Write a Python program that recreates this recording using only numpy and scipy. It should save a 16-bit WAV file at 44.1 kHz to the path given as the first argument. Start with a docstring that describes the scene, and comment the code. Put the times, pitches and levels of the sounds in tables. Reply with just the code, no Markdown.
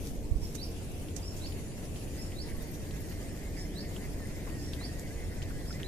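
"""Winding in a lure on a swamp

An angler winds slowly: gear teeth whirr as noise bursts plus harmonics, ringing ticks and noise scuffs sit
close by, and sine glides squeak. A small bird whistles, then chirps upward, and a far bird wails faintly:
gliding sines smeared by reeds. Insects trill and pip in narrow noise bands, a broad soft band joins them;
plops are short, broad resonances. Distant traffic is low noise with drones, the breeze lumpy noise and puffs
on the microphone, the hiss shimmering high noise."""
import sys
import numpy as np
from scipy import signal
from scipy.fft import rfft, irfft, next_fast_len
from scipy.io import wavfile

SR = 44100
rng = np.random.default_rng(int(sys.argv[2]) if len(sys.argv) > 2 else 0)


def pcm_store(signal):
    """Save signal as 16-bit PCM."""
    levels = np.round(np.clip(np.atleast_2d(signal), -1, 1) * 32767)
    wavfile.write(sys.argv[1], SR, levels.astype(np.int16).T)


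N = 258867
T = np.arange(N) / SR
CUTOFF_HZ = 14300
LEFT_LEAD_S, BIRD_LEAD_S = .00009, .00006


def from_db(db):
    """Decibels to gain."""
    return 10 ** (np.asarray(db) / 20)


def rms_one(x):
    """Scale to unit rms."""
    return x / np.sqrt(np.mean(x ** 2) + 1e-20)


def pan(db):
    """Left and right gains for a left-right level difference."""
    return from_db(np.array([[db], [-db]]) / 2)


def drift(rate):
    """Slow chance of rms 1: 2 * rate random steps per second, joined by straight lines."""
    steps = rng.standard_normal(N // 8)
    return rms_one(np.interp(2 * rate * T, np.arange(len(steps)), steps))


def hump(s, half_s):
    """Smooth rise to 1 at time s and back; 1/e at half_s to either side."""
    return np.exp(-((T - s) / half_s) ** 2)


def swell(s, rise_s, decay_s):
    """Exponential growth to 1 at time s, then exponential decay."""
    exponent = np.minimum((T - s) / rise_s, (s - T) / decay_s)
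    return np.exp(np.maximum(exponent, -30))


def white(likeness):
    """Stereo white noise; likeness is the correlation of its channels."""
    c = np.clip(likeness, -1, 1)
    mid, side = rng.standard_normal((2, N))
    return np.sqrt(1 + c) * mid + np.sqrt(1 - c) * np.array([side, -side])


def colour(x, spectrum):
    """Filter by (frequency [Hz], level [dB]) or (frequency [Hz], left [dB], right [dB]); rms 1."""
    size = next_fast_len(N)
    log_hz = np.log(np.fft.rfftfreq(size, 1 / SR) + 1)
    hz, *columns = np.transpose(spectrum)
    log_points = np.log([hz[0] / 2, *hz, hz[-1] * 2])
    gains = from_db([np.interp(log_hz, log_points, [-90, *c, -90]) for c in columns])
    return rms_one(irfft(rfft(x, size) * gains, size)[:, :N])


def resonate(x, hz, width_hz):
    """Resonance applied twice for steep skirts; width_hz is that of one pass."""
    centre = min(hz, .45 * SR)
    b, a = signal.iirpeak(centre, centre / width_hz, fs=SR)
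    once = signal.lfilter(b, a, x)
    return signal.lfilter(b, a, once)


def add(out, s, sound):
    """Mix a short sound in at time s."""
    i = max(int(s * SR), 0)
    out[..., i:i + sound.shape[-1]] += sound[..., :max(N - i, 0)]


def left_first(x, lead_s=LEFT_LEAD_S):
    """Sound reaches the right port a little later than the left."""
    return np.array([x[0], np.interp(T - lead_s, T, x[-1])])


OPENING_S = .045   # part of a note, before stretching, that may be firm or soft


def notes(shape, sung, waver, flutter_db):
    """Near-pure tone: one pitch and level gesture, stretched, opened firm or soft, never quite steady."""
    s, hz, db = np.transpose(shape)
    out = np.zeros(N)
    for start, level_db, ratio, stretch, opening_db in sung:
        t = T[:int(s[-1] * stretch * SR)] / stretch
        pitch_hz = ratio * np.interp(t, s, hz) * (1 + waver * drift(173)[:len(t)])
        opening = np.interp(t, [OPENING_S / 2, OPENING_S], [opening_db, 0])
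        flutter = flutter_db * drift(108.6)[:len(t)]
        loudness = from_db(level_db + np.interp(t, s, db) + opening + flutter)
        add(out, start, loudness * np.sin(2 * np.pi * np.cumsum(pitch_hz) / SR))
    return out


REEDS_T60_S = .48


def reeds(x, near_db, near_s, far_db):
    """Nearby stems smear a call at once; the banks add a faint tail, another for each ear."""
    t = T[:int(.6 * SR)]
    near, far = np.exp(-t / near_s), from_db(-60 * t / REEDS_T60_S)
    envelope = from_db(near_db) * rms_one(near) + from_db(far_db) * rms_one(far)
    echoes = envelope / np.sqrt(len(t)) * rng.standard_normal((2, len(t)))
    return left_first([x], BIRD_LEAD_S) + signal.fftconvolve(x[None], echoes, axes=1)[:, :N]


TAUT_AT_S, TIGHTEN_S, SLACK_LOAD = 2.1, 0.57, 0.12


def load():
    """Pull of the line on the reel, 0-1: grows from its slack share as the line comes taut."""
    return SLACK_LOAD + (1 - SLACK_LOAD) / (1 + np.exp((TAUT_AT_S - T) / TIGHTEN_S))


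# pushes on the crank: (time [s], rise [dB], half length [s])
CRANK_PUSHES = [(1.57, 9, 0.0399), (2.162, 6, 0.0351), (2.51, 7, 0.04015), (2.661, 4, 0.039),
                (2.971, 8, 0.0397), (3.139, 4, 0.039), (3.442, 4, 0.0703), (3.592, 7, 0.0351),
                (3.847, 8, .02), (4.041, 7, .03), (4.298, 4, 0.0502), (4.44, 4, 0.0599), (4.829, 5, 0.0795),
                (5.019, 4, 0.0499), (5.22, 6, 0.0303), (5.342, 5, 0.0402), (5.459, 4, 0.0504),
                (5.818, 4, 0.0506)]
# resonance of the reel's body: (frequency [Hz], level [dB per Hz])
REEL_BODY_SPECTRUM = [(1000, -19), (1450, -11), (1750, -0.5), (2050, 1), (2300, -10.5), (2700, -12),
                      (3400, -62)]
GEARS_FULL_LOAD_DB, TEETH_PER_S = -59, 170   # level between pushes
WHINE_TO_FRICTION_DB, WHINE_FLICKER_DB = 3, 5
GEAR_BEND_PER_DB = 0.01   # share of pitch


def gears(mesh_db, uneven, effort_db):
    """Meshing teeth: friction bursts and a wavering whine in the reel's body; a push is louder, higher."""
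    push_db = sum(db * hump(s, half_s) for s, db, half_s in CRANK_PUSHES) + effort_db * drift(9)
    mesh = 2 * np.pi * np.cumsum(TEETH_PER_S * (1 + uneven * drift(11))) / SR
    friction = rms_one(white(0.87) * from_db(mesh_db * np.cos(mesh)))
    whine = 0
    for harmonic in range(9, 15):
        partial = np.cos(harmonic * mesh + rng.uniform(0, 2 * np.pi))
        whine = whine + partial * from_db(WHINE_FLICKER_DB * drift(14))
    body_whine = from_db(WHINE_TO_FRICTION_DB) * colour(whine, REEL_BODY_SPECTRUM)
    whirr = rms_one(colour(friction, REEL_BODY_SPECTRUM) + body_whine)
    # bent playback time raises the pitch with the push
    bent_s = T + GEAR_BEND_PER_DB * np.cumsum(push_db - push_db.mean()) / SR
    whirr = np.array([np.interp(bent_s % T[-1], T, side) for side in whirr])
    return from_db(GEARS_FULL_LOAD_DB + push_db) * load() * left_first(whirr)


# dull road noise: (frequency [Hz], level [dB per Hz])
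ROAD_SPECTRUM = [(25, 4), (60, 1), (100, -0.5), (200, -4), (320, -7.5), (500, -12.5), (700, -20.5),
                 (1000, -36.5), (1400, -54), (2500, -38)]
# engine drones: (frequency [Hz], width [Hz], level [dB], nearest at [s])
ENGINE_DRONES = [(85.05, 11.9, -48.5, 0.92), (150.65, 8.8, -55.5, 5.65), (293.8, 26, -55.5, 3.16),
                 (359.1, 10.3, -62, 3.7), (459.6, 27, -62.5, .3)]
PASS_DB, PASS_HALF_S = 3.5, 0.87
ROAD_DB, SWELL_DB, SWELL_AT_S, SWELL_HALF_S = -40.5, 1, 4.5, 0.95   # road level outside the swell


def traffic():
    """Dull road noise and resonant engine notes, each swelling as its vehicle passes; one broad swell."""
    road = from_db(ROAD_DB) * colour(white(0.87), ROAD_SPECTRUM)
    source = white(0.9)
    engines = 0
    for hz, width_hz, db, s in ENGINE_DRONES:
        level = from_db(db + PASS_DB * hump(s, PASS_HALF_S))
        engines = engines + level * rms_one(resonate(source, hz, width_hz))
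    return left_first(road + engines) * from_db(SWELL_DB * hump(SWELL_AT_S, SWELL_HALF_S))


# wind noise: (frequency [Hz], level [dB per Hz])
BREEZE_SPECTRUM = [(8, 3.5), (25, -12), (47, -0.5), (70, -14), (120, -31), (300, -30.5), (900, -41.5)]
# gusts: (time [s], rise [dB], half length [s])
BREEZE_GUSTS = [(.2, 8, 0.32), (2.557, 6, 0.075), (3.628, 3, 0.088), (5.65, 4.5, 0.38)]
# puffs on the microphone: (time [s], peak level [dB], swing [Hz], left-right [dB])
AIR_PUFFS = [(0.32, -27, 51.3, -22.5), (.365, -33, 37.7, -26), (0.43, -38, 53.5, -28)]
BREEZE_DB, WAVER_DB, WAVER_RATE = -45, 1, 1.72   # level between gusts


def breeze():
    """Lumpy low noise, partly each port's own; a puff pushes and pulls the diaphragm once."""
    air = white(.45)
    gusts_db = sum(db * hump(s, half_s) for s, db, half_s in BREEZE_GUSTS)
    level = from_db(BREEZE_DB + gusts_db + WAVER_DB * drift(WAVER_RATE))
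    out = level * colour(air, BREEZE_SPECTRUM) * pan(-0.38)
    for s, peak_db, hz, side_db in AIR_PUFFS:
        turn = 2 * np.pi * hz * (T - s)
        push_pull = turn * np.exp((1 - np.minimum(turn ** 2, 100)) / 2)   # peaks at 1
        out = out - from_db(peak_db) * pan(side_db) * push_pull
    return out


def shimmer(x, patchy_db, per_s, count=24):
    """Above 1 kHz each narrow band flickers on its own."""
    size = next_fast_len(N)
    spectrum = rfft(x, size)
    edges = np.geomspace(1000, CUTOFF_HZ, count)
    band_of_bin = np.digitize(np.fft.rfftfreq(size, 1 / SR), edges[:-1])
    out = 0
    for k in range(count):
        band = irfft(spectrum * (band_of_bin == k), size)[:, :N]
        flicker = from_db(patchy_db * drift(per_s)) if k else 1   # band 0 is below 1 kHz
        out = out + band * flicker
    return rms_one(out)


# hiss of air and microphone: (frequency [Hz], left [dB per Hz], right [dB per Hz])
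HISS_SPECTRUM = [(574, 14, 14), (1305, 1.5, 0), (2500, 0.5, 3), (3500, 0.5, -1), (4200, -1, -0.5),
                 (6000, -1, 2.5), (8450, -0.5, -1.5), (9350, 0.5, -7), (11700, 0, -9), (14200, -1.5, -9.5)]
HISS_START_DB, HISS_DB, HISS_RISE_S = -56, -52, 1.2


def hiss(flicker_db):
    """Shimmering bed of high noise, brighter on the left; quieter at first."""
    db = np.interp(T, [0, HISS_RISE_S], [HISS_START_DB, HISS_DB])
    bed = shimmer(colour(white(0), HISS_SPECTRUM), patchy_db=2.0, per_s=18)
    return from_db(db + flicker_db * drift(16)) * bed


PULSE_WAVER, BANDS_TRIM_DB = .06, -2.5   # share of pulse rate


def noise_bands(rows, throb_db, swell_db, fade_s):
    """Resonant noise bands, each throbbing, swelling and fading by chance; a row may pulse."""
    out, source = 0, white(0.042)
    for start, end, hz, width_hz, db, side_db, per_s, depth_db in rows:
        present = np.clip(np.minimum(T - start, end - T) / fade_s + 1, 0, 1)
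        pulse = 2 * np.pi * per_s * np.cumsum(1 + PULSE_WAVER * drift(3.8)) / SR
        motion_db = depth_db * np.cos(pulse) + throb_db * drift(31) + swell_db * drift(2.8)
        band = rms_one(resonate(source, hz, width_hz))
        out = out + present * from_db(db + motion_db) * pan(side_db) * band
    return from_db(BANDS_TRIM_DB) * out


# noise bands, insects and last a broad soft one: (from [s], to [s], pitch [Hz], width [Hz],
#     level before trim [dB], left-right [dB], pulse rate [1/s], pulse depth [dB])
BAND_ROWS = [(1.4, 5.87, 4510, 90, -69.5, -3, 0, 0), (2.5, 5.87, 5250, 120, -70.5, -4, 0, 0),
             (1.1, 5.87, 6970, 400, -64.5, -4, 0, 0), (0, 5.87, 8168, 70, -67, 4.5, 16.6, 3.2),
             (2.3, 5.87, 9480, 450, -69.5, 12, 0, 0), (.6, 2.6, 9950, 1000, -66.5, 16, 0, 0),
             (1.5, 2.3, 7000, 260, -68.5, 6, 0, 0), (.6, 2.2, 2650, 800, -63, 1, 0, 0)]
*INSECT_TRILLS, SOFT_BAND = BAND_ROWS


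def insects(**motion):
    """Each kind shrills in a noise band of its own; one pulses with its wing strokes."""
    return noise_bands(INSECT_TRILLS, **motion)


# hand and line on the reel: (peak time [s], level [dB], rise [s], decay [s], left-right [dB])
REEL_SCUFFS = [(.06, -49, 0.096, 0.087, 3.5), (0.431, -52.5, 0.027, 0.22, 0.5),
               (0.552, -38.5, 0.0018, 0.0064, -9), (1.165, -41.5, 0.0025, 0.011, -13.5),
               (1.368, -48, 0.0048, 0.043, -4.5), (2.74, -59, 0.11, 0.11, 0), (3.1, -62, 0.14, 0.087, -9),
               (3.6, -59.5, 0.054, 0.033, -16), (4.59, -57, 0.012, 0.083, -13)]
# scuffing friction: (frequency [Hz], left [dB per Hz], right [dB per Hz])
SCUFF_SPECTRUM = [(990, -6, -17), (3500, -4, -17), (4680, -10, -6), (6000, -7, 1.5), (7850, -15, -2.5),
                  (9400, -3, -10.5), (14300, -4.5, -22)]


def scuffs(grain_db):
    """Hand and line scuff the reel: short swells of grainy friction noise."""
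    friction = colour(white(0.063) * from_db(grain_db * drift(900)), SCUFF_SPECTRUM)
    envelope = 0
    for s, db, rise_s, decay_s, side_db in REEL_SCUFFS:
        envelope = envelope + from_db(db) * pan(side_db) * swell(s, rise_s, decay_s)
    return friction * envelope


FAINT_TICKS_PER_S, FAINT_TICK_DB, FAINT_TICK_SIDE_DB = 1.9, -47, 4   # rate at full load
FAINT_TICK_HZ, FAINT_TICK_OCTAVES = 3820, (-1.48, 1.184)
FAINT_TICK_WIDTH, FAINT_TICK_RATTLE = 0.53, 0.061   # share of pitch; 0-1


def faint_ticks():
    """Chance contacts, more frequent under load, as rows like those of REEL_TICKS."""
    times = T[rng.random(N) < FAINT_TICKS_PER_S * load() / SR]
    pitches_hz = FAINT_TICK_HZ * 2 ** rng.uniform(*FAINT_TICK_OCTAVES, len(times))
    return [(s, FAINT_TICK_DB, hz, FAINT_TICK_WIDTH * hz, FAINT_TICK_RATTLE, FAINT_TICK_SIDE_DB)
            for s, hz in zip(times, pitches_hz)]


# clearest ticks and knocks of the reel: (time [s], peak before pan [dB], ring [Hz], width [Hz],
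#                                         rattle [0-1], left-right [dB])
REEL_TICKS = [(0.071, -37, 5100, 3000, 0.12, 2), (1.085, -39.5, 3120, 1590, 0.08, 4),
              (1.37, -38, 11000, 6000, 0, 9), (1.4605, -36, 3080, 2000, 0.04, 0),
              (1.522, -38.5, 3000, 2370, 0.1, 2), (1.96, -42, 3200, 1500, 0.1, 0),
              (2.321, -39.5, 2750, 1100, 0.03, 0), (2.742, -40, 11900, 6500, .08, 13),
              (2.872, -42, 3200, 3600, .05, 0), (2.9095, -36.5, 3500, 2300, 0.08, 2),
              (3.008, -40, 12000, 6500, 0.1, 15), (3.02, -40, 12000, 6500, .08, 14),
              (3.117, -48, 2940, 700, 0.08, -1), (3.3763, -42, 3200, 2800, 0.02, 2),
              (3.849, -39.5, 3220, 3000, 0.08, 2), (3.9637, -35.5, 3040, 700, 0.05, -1),
              (4.4978, -44, 2500, 1100, 0.07, 0), (4.271, -40, 9040, 5000, .08, 10),
              (4.7344, -29, 3500, 2500, 0.07, 2), (4.996, -28, 7200, 7000, 0.05, 2),
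              (5.42, -36, 3000, 1600, 0.12, 0), (5.426, -36, 5500, 4500, 0.17, 0),
              (5.728, -39, 4100, 1300, 0.05, 0), (5.8319, -30, 3150, 800, 0.015, 1),
              (3.9646, -45, 1050, 600, .03, 3), (4.203, -41, 845, 600, 0.04, 1),
              (4.812, -40, 1090, 700, 0.08, 2), (5.506, -40.5, 1500, 800, 0.09, 7),
              (5.706, -38, 1430, 600, 0.1, 5)]


def ticks(rattle_s):
    """Each contact is a snap and a brief noise rattle into a damped part of the reel."""
    out, t = np.zeros((2, N)), T[:1024]
    for s, peak_db, hz, width_hz, rattle, side_db in REEL_TICKS + faint_ticks():
        force = rattle * rng.standard_normal((2, len(t))) * np.exp(-t / rattle_s)
        force[:, 0] += 1   # snap
        tick = resonate(force, hz, min(width_hz, SR / 4))
        add(out, s, tick / np.abs(tick).max() * from_db(peak_db) * pan(side_db))
    return out


# arched wail: (time after start [s], pitch [Hz], relative level [dB])
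WAIL_SHAPE = [(0, 842, -4.5), (.025, 910, -2), (.04, 963, -8.5), (.055, 1160, -21), (.11, 1120, -14),
              (.17, 1070, -16), (.22, 890, -5.5), (.255, 880, -43)]
# wails sung: (time [s], level before trim and reeds [dB], pitch ratio, length ratio, opening [dB])
WAILS_SUNG = [(.225, -62, 1, 0.95, -2), (1.184, -60.5, 1.0, 0.98, 1), (2.438, -57.5, 1.005, 1, -4)]
WAIL_TRIM_DB = -2.0


def far_bird():
    """Faint gliding wail from across the water on the left."""
    wail = notes(WAIL_SHAPE, WAILS_SUNG, waver=.005, flutter_db=2.5)
    return from_db(WAIL_TRIM_DB) * reeds(wail, near_db=6.0, near_s=0.015, far_db=-11) * pan(13.6)


# arched whistle: (time after start [s], pitch [Hz], relative level [dB])
WHISTLE_SHAPE = [(0, 4600, -18), (.015, 4900, -5), (.03, 5200, -3), (.045, 5370, -1), (.06, 5420, -1),
                 (.078, 5390, -2), (.092, 5280, -10), (.105, 5150, -28)]
# whistles sung: (time [s], level before reeds [dB], pitch ratio, length ratio, opening [dB])
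WHISTLES_SUNG = [(.383, -52, 1.0, 1.05, -9), (1.217, -47, 1.003, 1.0, 1), (2.165, -50, 1.003, 1.0, 2),
                 (3.558, -48, .985, .9, -1), (4.586, -54.5, 1.03, 1.5, 7), (5.643, -48.5, .975, .95, -11)]
# rising chirp: (time after start [s], pitch [Hz], relative level [dB])
CHIRP_SHAPE = [(0, 2950, -22), (.014, 3170, -19), (.04, 3550, -27), (.052, 3720, -15), (.065, 3900, -8),
               (.08, 4130, -6), (.092, 4380, -3), (.102, 4600, 0), (.109, 4830, 1), (.115, 5250, 1),
               (.121, 5500, -4), (.127, 5650, -26)]
# chirps sung: (time [s], level before reeds [dB], pitch ratio, length ratio, opening [dB])
CHIRPS_SUNG = [(.521, -43, 1.015, 1.0, -9), (1.357, -45, 1.0, 1.0, -2), (2.308, -45, 1.005, .985, 0),
               (3.692, -45, .995, 1.02, 1), (4.741, -44.5, .995, 1.0, 1), (5.782, -44, 1.0, 1.02, -5)]


def bird():
    """Two-note call from the reeds: gliding tones, an arched whistle then a rising chirp."""
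    whistles = notes(WHISTLE_SHAPE, WHISTLES_SUNG, waver=.007, flutter_db=2.5)
    chirps = notes(CHIRP_SHAPE, CHIRPS_SUNG, waver=.009, flutter_db=2.8)
    return reeds(whistles + chirps, near_db=-8.5, near_s=.03, far_db=-6) * pan(-3)


def soft_band(**motion):
    """Broad soft noise band near 2.7 kHz (last of BAND_ROWS)."""
    return noise_bands([SOFT_BAND], **motion)


def bursts(rows, rise_s):
    """Short bursts of broadly resonant noise that die away."""
    out = np.zeros((2, N))
    for s, db, hz, decay_s, side_db in rows:
        burst = rms_one(resonate(white(0.17), hz, hz))
        out += from_db(db) * pan(side_db) * swell(s, rise_s, decay_s) * burst
    return out


# short bursts, plops in the water and last a dull scuff of the reel:
#     (peak time [s], level [dB], pitch [Hz], decay [s], left-right [dB])
BURST_ROWS = [(0.812, -55.5, 735, 0.021, -10), (1.0, -61, 660, 0.031, -5), (4.475, -48, 1040, 0.024, 3),
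              (5.8, -47.5, 1800, 0.016, 1)]
*WATER_PLOPS, DULL_SCUFF = BURST_ROWS


def plops(rise_s):
    """Small plops in the water: each a short burble of resonant noise."""
    return bursts(WATER_PLOPS, rise_s)


# an insect's high pips: (time [s], level [dB])
INSECT_PIPS = [(2.32, -66), (2.572, -60), (2.624, -58), (2.675, -63), (2.715, -57), (2.76, -64), (3.0, -60),
               (3.102, -58), (3.14, -65)]
PIP_HZ, PIP_WIDTH_HZ, PIP_SIDE_DB = 12540, 170, 14


def pips(rise_s, decay_s):
    """An insect gives a few uneven, very high pips: swells of one narrow noise band."""
    tone = rms_one(resonate(white(.5), PIP_HZ, PIP_WIDTH_HZ))
    envelope = sum(from_db(db) * swell(s, rise_s, decay_s) for s, db in INSECT_PIPS)
    return pan(PIP_SIDE_DB) * tone * envelope


# faint rising squeak of the crank: (time after start [s], pitch [Hz], relative level [dB])
SQUEAK_SHAPE = [(0, 1750, -12), (.02, 1950, -5), (.048, 2070, 0), (.06, 2090, -20)]
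# squeaks heard: (time [s], level [dB], pitch ratio, length ratio, opening [dB])
SQUEAKS_HEARD = [(3.615, -51, 1.005, .9, -15), (4.215, -53, .985, .9, -12), (5.075, -52, .99, .85, -15),
                 (5.722, -51, 1.0, 1.05, 0)]


def squeaks():
    """Now and then the crank's bearing sings for a moment: a rising tone."""
    return left_first([notes(SQUEAK_SHAPE, SQUEAKS_HEARD, waver=.005, flutter_db=2.0)])


def dull_scuff(rise_s):
    """Short dull scuff of the reel near 1.8 kHz: resonant noise (last of BURST_ROWS)."""
    return bursts([DULL_SCUFF], rise_s)


def scene():
    """The swamp, with the reel in front of it."""
    birds = bird() + far_bird()
    water = plops(rise_s=0.0051)
    motion = dict(throb_db=2.0, swell_db=1.1, fade_s=0.12)
    trills = insects(**motion) + pips(rise_s=.008, decay_s=.009)
    air = traffic() + breeze() + hiss(flicker_db=1.0) + soft_band(**motion)
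    whirr = gears(mesh_db=6.0, uneven=.035, effort_db=1.0)
    rubbing = squeaks() + scuffs(grain_db=2.5) + dull_scuff(rise_s=0.0051)
    return birds + water + trills + air + whirr + rubbing + ticks(rattle_s=0.0093)


def record(dry):
    """Steep elliptic low-pass cuts the top."""
    low_pass = signal.ellip(12, .1, 80, CUTOFF_HZ, fs=SR, output="sos")
    return signal.sosfilt(low_pass, dry)


dry = scene()
out = record(dry)
pcm_store(out)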